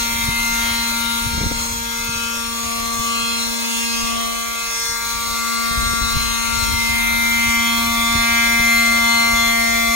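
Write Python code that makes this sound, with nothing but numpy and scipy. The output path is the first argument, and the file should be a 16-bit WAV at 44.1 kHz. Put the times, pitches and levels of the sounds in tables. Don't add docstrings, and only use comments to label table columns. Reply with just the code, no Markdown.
import sys
import numpy as np
from scipy import signal
from scipy.fft import rfft, irfft, next_fast_len
from scipy.io import wavfile
from scipy.ndimage import uniform_filter1d

SR = 44100
rng = np.random.default_rng(int(sys.argv[2]) if len(sys.argv) > 2 else 0)


def wav_record(signal):
    frames = np.transpose(np.atleast_2d(signal))
    bounded = np.clip(frames, -1, 1)
    quanta = np.round(bounded * 32767).astype(np.int16)
    wavfile.write(sys.argv[1], SR, quanta)


N = 438794
TIME = np.arange(N) / SR

# multiple of the shaft speed, level in dB before its swell,
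# left-right balance in dB, phase lead of the left port in radians.
PARTIALS = [(1, -31.5, 3.5, -0.51), (2, -47, -4.3, -0.7), (3, -34, 2.5, -2.5), (4, -33.5, 9.5, -2),
            (5, -30, 4.5, 0.02), (6, -27.5, 9.3, 2.5), (7, -36.5, 4.5, 2.5), (8, -41.5, -16, 0),
            (9, -25, 2, -1.1), (10, -41.5, -.7, -0.84), (11, -37, -1.5, -1.5), (12, -38.5, -1, -1.5),
            (13, -40, 4, -3), (14, -37, -2.8, 1.5), (15, -44.5, 8, 0.95), (16, -33.5, 5, -1),
            (17, -35.5, 4, -1.5), (18, -32, 3, -1.5), (19, -39.5, 1, -1.6)]
# time in seconds, 0 along the pavement to 1 over the pine straw.
ASIDE = [(1.15, 0), (1.7, 1), (4.4, 1), (6.1, 0)]
# time in seconds, 0 held back to 1 with the nozzle out in front.
FORWARD = [(6.9, 0), (7.7, 1)]
# time in seconds, swell in dB.
TREBLE_LEVEL = [(0.0, -1.2), (1.3, -4.3), (1.4, -12), (1.6, -7.5), (2.2, -7.5), (3.9, -4.5), (4.0, -7.5),
                (5.0, -4.5), (5.8, -6.5), (6.5, -6), (7.1, 1.5), (9.95, 1.5)]
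# time in seconds, swell in dB.
HUM = [(0, -1.5), (1.05, 1), (2, -4.5), (3.2, 1), (4.15, 4), (4.8, -12), (5.55, 2), (6.6, 1.5), (7.8, 6),
       (8.3, 3.5), (8.9, 5.5), (9.3, 3), (9.95, 3.5)]
THIRD = [(0.0, -12), (0.7, -5), (1.0, -17), (2.3, -34), (2.7, 1), (3.8, -13), (4.2, 4.5), (4.7, -7),
         (4.8, -18), (5.4, -10), (5.7, -1), (6.8, -14), (6.9, -2.5), (7.4, -4), (7.8, 2.5), (9.95, 9.5)]
FOURTH = [(0.0, 3.5), (0.7, 3.5), (3.2, -3.5), (3.7, -0.5), (4.1, -7), (4.2, -20), (5.1, -0.5), (5.7, -9.5),
          (6.6, 4), (8.6, 0.3), (8.8, -13), (9.1, 8), (9.95, -8)]
FIFTH = [(0.0, -9.5), (1.2, -7), (1.5, -19), (3.1, 6), (3.5, -8.5), (3.9, -6.5), (4.1, 3), (4.9, -6.5),
         (5.2, 0.7), (5.8, 4), (6.7, -2.7), (7.3, -13.5), (7.5, 0), (8.1, 5), (8.5, -1.5), (9.4, 5),
         (9.7, -4.5), (9.95, 5)]
BLADE_TONE = [(0.0, -9), (0.4, 2), (1.8, -19), (2.0, -6.5), (2.2, -20.5), (3.1, -14.5), (3.3, -14),
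              (4.1, -13.5), (5.0, -6.5), (5.1, -17), (5.4, -6), (6.2, -8), (6.7, -5.5), (6.8, 3.8),
              (7.6, 5), (7.8, -2.5), (8.7, 8.5), (9.95, 3.5)]
LEAD_TONES = {1: HUM, 3: THIRD, 4: FOURTH, 5: FIFTH, 9: BLADE_TONE}


def gain_of(db):
    return 10 ** (np.asarray(db) / 20)


def evened(x):
    return x / np.sqrt(np.mean(abs(x) ** 2) + 1e-20)


def read(points, hz):
    f, *columns = np.transpose(points)
    return [np.interp(np.log(hz + 1), np.log(f + 1), c) for c in columns]


def follow(rows, t):
    s, *columns = np.transpose(rows)
    return [np.interp(t, s, c) for c in columns]


def add(mix, s, sound):
    part = mix[:, round(s * SR):][:, :sound.shape[1]]
    part += sound[:, :part.shape[1]]


def drift(t, rate_hz):
    f = np.fft.fftfreq(len(t), t[1] - t[0])
    a, b = rng.standard_normal((2, len(t)))
    smooth = np.exp(-.5 * (f / rate_hz) ** 2)
    return evened(np.fft.ifft((a + 1j * b) * smooth))


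def noise_pair(spectrum, likeness):
    left, other = rng.standard_normal((2, N))
    right = likeness * left + np.sqrt(1 - likeness ** 2) * other
    size = next_fast_len(N, True)
    gains = gain_of(read(spectrum, np.fft.rfftfreq(size, 1 / SR))[0])
    shaped = irfft(rfft(np.array([left, right]), size) * gains, size)
    return evened(shaped[:, :N])


def ports(hz):
    # frequency in Hz, left-right balance in dB, likeness 0-1, left lead in radians before the lag.
    port_rows = [(200, 1, .6, 1), (480, -1.5, .8, -.1), (650, 0, .8, .4), (830, 3.5, .6, .7),
                 (1000, 3, .3, -1.7), (1300, 4, .35, -1), (1550, 2, .55, 2.3), (2100, 0, .65, 1.1),
                 (2900, 0, .4, 2), (3700, 1.7, .5, .8), (4600, .5, .45, 2.6), (6300, .6, .8, .3),
                 (8400, 1.8, .4, 0), (10000, 0, .8, .1), (15500, 0, .8, -1)]
    lag = 0.0006144
    balance_db, likeness, lead = read(port_rows, hz)
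    return balance_db, likeness, lead - 2 * np.pi * hz * lag


def split(balance_db):
    pair = np.array([gain_of(balance_db / 2), gain_of(-balance_db / 2)])
    return pair / np.sqrt(np.mean(pair ** 2, axis=0))


def swell(k, hz, t):
    # time in seconds, swell in dB.
    buzz_level = [(0.0, 1), (0.2, -5), (0.5, -0.5), (2.8, -2), (3.3, 1), (3.9, 2.5), (4.5, -4), (4.9, 3.5),
                  (5.0, -2.5), (5.5, 0.6), (6.2, 2.5), (6.4, -1), (6.6, 3), (7.1, -3.5), (8.7, 0.5),
                  (9.95, 0.4)]
    # multiple, dB when turned aside,
    # dB when pushed forward, dB per dB of the buzz swell.
    beaming = [(2, 4.5, -0.5, 0.84), (6, -4.5, -2.5, .1), (7, -0.5, 5, 0.4), (8, -9, 4, 0.6),
               (10, -6.5, 11.5, -1.7), (11, 3.5, 2, -0.1), (12, -0.5, -6, 0.3), (13, 1, 4, -0.6),
               (14, 1.5, 1.5, -0.5), (15, 4.5, 12.5, 0.8), (16, -18, -3.5, 0.2), (17, -19, -8, 0.5),
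               (18, -2, 2, 1.34), (19, -4.5, 5, 1.2)]
    # time in seconds, swell in dB.
    upper_whine = [(0, -1.5), (.7, 2.5), (1.5, -4), (2.3, -1.5), (2.9, -6.5), (3.2, 3.5), (3.5, -3),
                   (3.85, 6.5), (4.2, 1), (4.9, -8), (5.6, -4), (6.8, 2.5), (7.2, -.5), (7.55, 6),
                   (8.1, -0.5), (9.2, 3.5), (9.95, -4.5)]
    upper_multiples = [11, 12, 13, 14]
    treble_hz = 9600

    if k in LEAD_TONES:
        return follow(LEAD_TONES[k], t)[0]
    if k > len(PARTIALS):
        return follow(buzz_level if hz < treble_hz else TREBLE_LEVEL, t)[0]
    aside, forward, buzz_db = (follow(curve, t)[0] for curve in (ASIDE, FORWARD, buzz_level))
    aside_db, forward_db, per_buzz = read(beaming, k)
    upper_db = (k in upper_multiples) * follow(upper_whine, t)[0]
    return aside_db * aside + forward_db * forward + per_buzz * buzz_db + upper_db


def whine():
    # time in seconds, turns per second.
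    shaft_speed = [(0, 232.1), (1.1, 231.9), (2.1, 232.35), (2.8, 231.65), (3.3, 231.95), (4.1, 231.3),
                   (5.1, 231.95), (5.6, 231.65), (7.5, 231.9), (7.8, 231.5), (8.1, 231.95), (9, 231.55),
                   (9.95, 230.8)]
    # frequency in Hz, level of each partial in dB before its swell.
    buzz = [(4600, -41), (5200, -44), (5560, -38), (5900, -44), (6300, -41), (7000, -41), (7300, -47),
            (8200, -43), (9700, -46), (12000, -46.5), (13000, -45), (15500, -48)]
    leaning = {4: -11.8, 5: -4.1, 6: -6.5}
    # time in seconds, extra left lead in radians.
    hum_lead = [(0, -0.12), (1.2, -0.13), (2.2, -0.52), (4.3, -1.9), (6.7, -1.9), (7.9, -0.27)]
    jitter, jitter_hz = 0.000397, 14
    steady = .06
    scatter, low_scatter = 0.96, 0.82
    fade_hz, low_fade_hz = 0.41, 0.56
    kinship = 0.41
    flutter, flutter_hz = 0.36, 22
    wander_rad, wander_hz = 1.0, 0.24

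    t = np.arange(0, N / SR + .01, .004)
    speed, forward = follow(shaft_speed, t)[0], follow(FORWARD, t)[0]
    jittered = np.interp(TIME, t, speed * (1 + jitter * drift(t, jitter_hz).real))
    turn = np.exp(2j * np.pi * np.cumsum(jittered) / SR)
    phases = np.cumsum(rng.standard_normal(size=68))
    wave, out, echoes = np.ones(N, complex), np.zeros((2, N)), 0
    for k, phase in enumerate(phases, 1):
        wave *= turn
        hz, low, strong = k * speed.mean(), k <= len(PARTIALS), k in LEAD_TONES
        balance_db, likeness, lead = ports(hz)
        db = read(buzz, hz)[0]
        if low:
            _, db, balance_db, lead = PARTIALS[k - 1]

        shortness = min(1, k / 10)
        share = shortness * (steady if strong else low_scatter if low else scatter)
        tremble = np.sqrt(shortness) * (steady if k < 10 else flutter)

        rate_hz = (low_fade_hz if low else fade_hz) * np.sqrt(k)
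        fresh = np.array([drift(t, rate_hz) for _ in range(3)])
        echoes = kinship * echoes + np.sqrt(1 - kinship ** 2) * fresh
        reflected = np.sqrt(likeness) * echoes[0] + np.sqrt(1 - likeness) * echoes[1:]
        path = evened(np.sqrt(1 - share ** 2) + share * reflected + tremble * drift(t, flutter_hz))

        path *= gain_of(db + swell(k, hz, t))
        path *= split(balance_db + leaning.get(k, 0) * forward) * np.exp(1j * phase)
        if k == 1:
            lead = lead + follow(hum_lead, t)[0]
        if k in leaning:
            lead = lead + wander_rad * drift(t, wander_hz).real
        path[0] *= np.exp(1j * lead)
        for port in range(2):
            out[port] += (np.interp(TIME, t, path[port]) * wave).real
    return np.sqrt(2) * out


def aim(t, hz):
    # frequency in Hz, constant change in dB, dB when turned aside, dB when pushed forward,
    # share of the treble swell.
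    rush_beaming = [(700, -1, -0.5, 2.6, 0.097), (1130, 0.76, 0.2, -1.5, 0.36), (2240, 4, -3.5, -0.5, 0.23),
                    (2920, -1.5, -3, 1.7, 0.026), (3870, 2.5, -1.5, -3.5, 0.098),
                    (5130, -0.5, 0.5, 2.7, 0.032), (6450, 0.5, -0.6, 2, 0.036),
                    (9800, -1, -1.9, -3.2, 0.43)]
    db, aside_db, forward_db, treble = read(rush_beaming, hz)
    aside, forward, treble_db = (follow(curve, t)[0][:, None] for curve in (ASIDE, FORWARD, TREBLE_LEVEL))
    return db + aside_db * aside + forward_db * forward + treble * treble_db


def rush():
    # frequency in Hz, level in dB per Hz.
    air_spectrum = [(100, -90), (400, -76), (800, -73), (1150, -66.5), (1500, -71), (1850, -73),
                    (2500, -69), (3100, -70.5), (3800, -66), (5400, -71.5), (7400, -70), (8400, -68.5),
                    (10000, -67.5), (15500, -69)]
    # frequency in Hz, width in Hz, lift in dB.
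    duct = [(600, 130, 9), (2170, 260, 5), (6130, 260, 8), (6630, 300, 8.5)]
    patch_db, flicker_db = 2.5, 1.2

    t, hz = np.arange(N // 256 + 5) * 256 / SR, np.fft.rfftfreq(1024, 1 / SR)
    a, b, c, d, patches = rng.standard_normal((5, len(t), len(hz)))
    patches = uniform_filter1d(patches, size=24, axis=0)
    patches = evened(uniform_filter1d(patches, size=8, axis=1))
    duct_db = sum(db / (1 + (2 * (hz - f) / width) ** 2) for f, width, db in duct)
    colour_db = read(air_spectrum, hz)[0] + duct_db
    flicker = flicker_db * drift(t, 14).real[:, None]
    field = gain_of(colour_db + aim(t, hz) + patch_db * patches + flicker)

    balance_db, likeness, lead = ports(hz)
    right = a + 1j * b
    left = (likeness * right + np.sqrt(1 - likeness ** 2) * (c + 1j * d)) * np.exp(1j * lead)
    z = np.array([left, right]) * split(balance_db)[:, None] * field
    air = signal.istft(z.swapaxes(1, 2), nperseg=1024, noverlap=768)[1][:, :N]
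    return evened(air) * np.sqrt(np.mean(field ** 2) * SR / 2)


def wind():
    # time in seconds, level in dB before the lumps.
    wind_level = [(0, -30), (.9, -35.5), (1.2, -36), (1.45, -28), (2, -40.5), (3, -39.5), (3.8, -48),
                  (4.05, -42.5), (4.65, -46.5), (5.2, -37.5), (5.55, -47), (5.78, -28.5), (6.1, -31.5),
                  (6.4, -35), (6.85, -26.5), (7.1, -32.5), (7.6, -36.5), (8.15, -32), (8.6, -38),
                  (9.95, -37.5)]
    # frequency in Hz, relative level in dB per Hz.
    rumble_spectrum = [(10, -25), (28, 4), (55, 5.5), (120, -4.5), (175, -14), (300, -14.5), (600, -121),
                       (1500, -67)]
    t = TIME[::128]
    lumps = evened(gain_of(4 * drift(t, 10).real))
    level = gain_of(follow(wind_level, t)[0]) * lumps
    rumble = noise_pair(rumble_spectrum, likeness=.72)
    return np.interp(TIME, t, level) * rumble * split(2.5)[:, None]


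def buffets():
    # middle in seconds, level in dB before halving, reach in Hz.
    gusts = [(0.234, -30.5, 89), (0.29, -20, 133), (1.273, -24, 76), (1.345, -24, 171), (1.382, -20.5, 190),
             (1.412, -17.5, 270), (1.439, -21.5, 263), (1.466, -15.5, 154.6), (1.518, -21, 289),
             (2.09, -28, 146), (3.0, -28, 110), (4.04, -32, 59), (5.716, -27, 108), (5.831, -25, 189),
             (5.866, -25, 91), (5.936, -26, 348), (6.139, -26, 113), (6.169, -18, 85), (6.579, -27, 125),
             (6.902, -29, 81.5), (7.48, -25, 81), (8.157, -22, 140), (8.605, -23, 137)]
    likeness, cycles, shortest = 0.69, 2.6, 0.00638
    out = np.zeros((2, N))
    for s, db, reach_hz in gusts:
        common, *own = rng.standard_normal((3, 8192))
        pressure = np.sqrt(likeness) * common + np.sqrt(1 - likeness) * np.array(own)
        band = signal.butter(2, [reach_hz / 4, reach_hz], "band", fs=SR, output="sos")
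        eddy = signal.sosfilt(band, pressure)
        half = shortest + cycles / reach_hz
        rise_and_fall = signal.windows.hann(min(int(2 * half * SR), eddy.shape[1])) ** 2
        gust = evened(eddy[:, -len(rise_and_fall):] * rise_and_fall)
        add(out, s - half, gain_of(db) * gust / 2)
    return out


def leaves():
    # start in seconds, level at the start in dB.
    leaf_hits = [(.477, -29), (2.045, -30), (5.206, -31), (7.296, -25.5), (7.544, -27)]
    decay, grit_decay = 0.013, 0.0022
    grit_per_s, grit_db = 5, -40
    level = sum(gain_of(db) * (TIME >= s) * np.exp(-abs(TIME - s) / decay) for s, db in leaf_hits)
    grit_gain = gain_of(grit_db + 5.3 * np.minimum(rng.exponential(1, N), 3))
    hits = (rng.random(N) < grit_per_s / SR) * grit_gain
    level = level + signal.lfilter([1], [1, -np.exp(-1 / (grit_decay * SR))], hits + 1e-18)
    crackle = [(800, -12), (3000, -31), (8000, -10), (14000, 21), (16000, -12), (18000, -30)]
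    return level * noise_pair(crackle, likeness=0.76)


def scene():
    return whine() + rush() + wind() + buffets() + leaves()


def record(dry):
    edge_hz = 15800
    low_pass = signal.firwin(511, edge_hz, window=("kaiser", 9), fs=SR)
    return signal.oaconvolve(dry, low_pass[None], "same")


dry = scene()
out = record(dry)
wav_record(out)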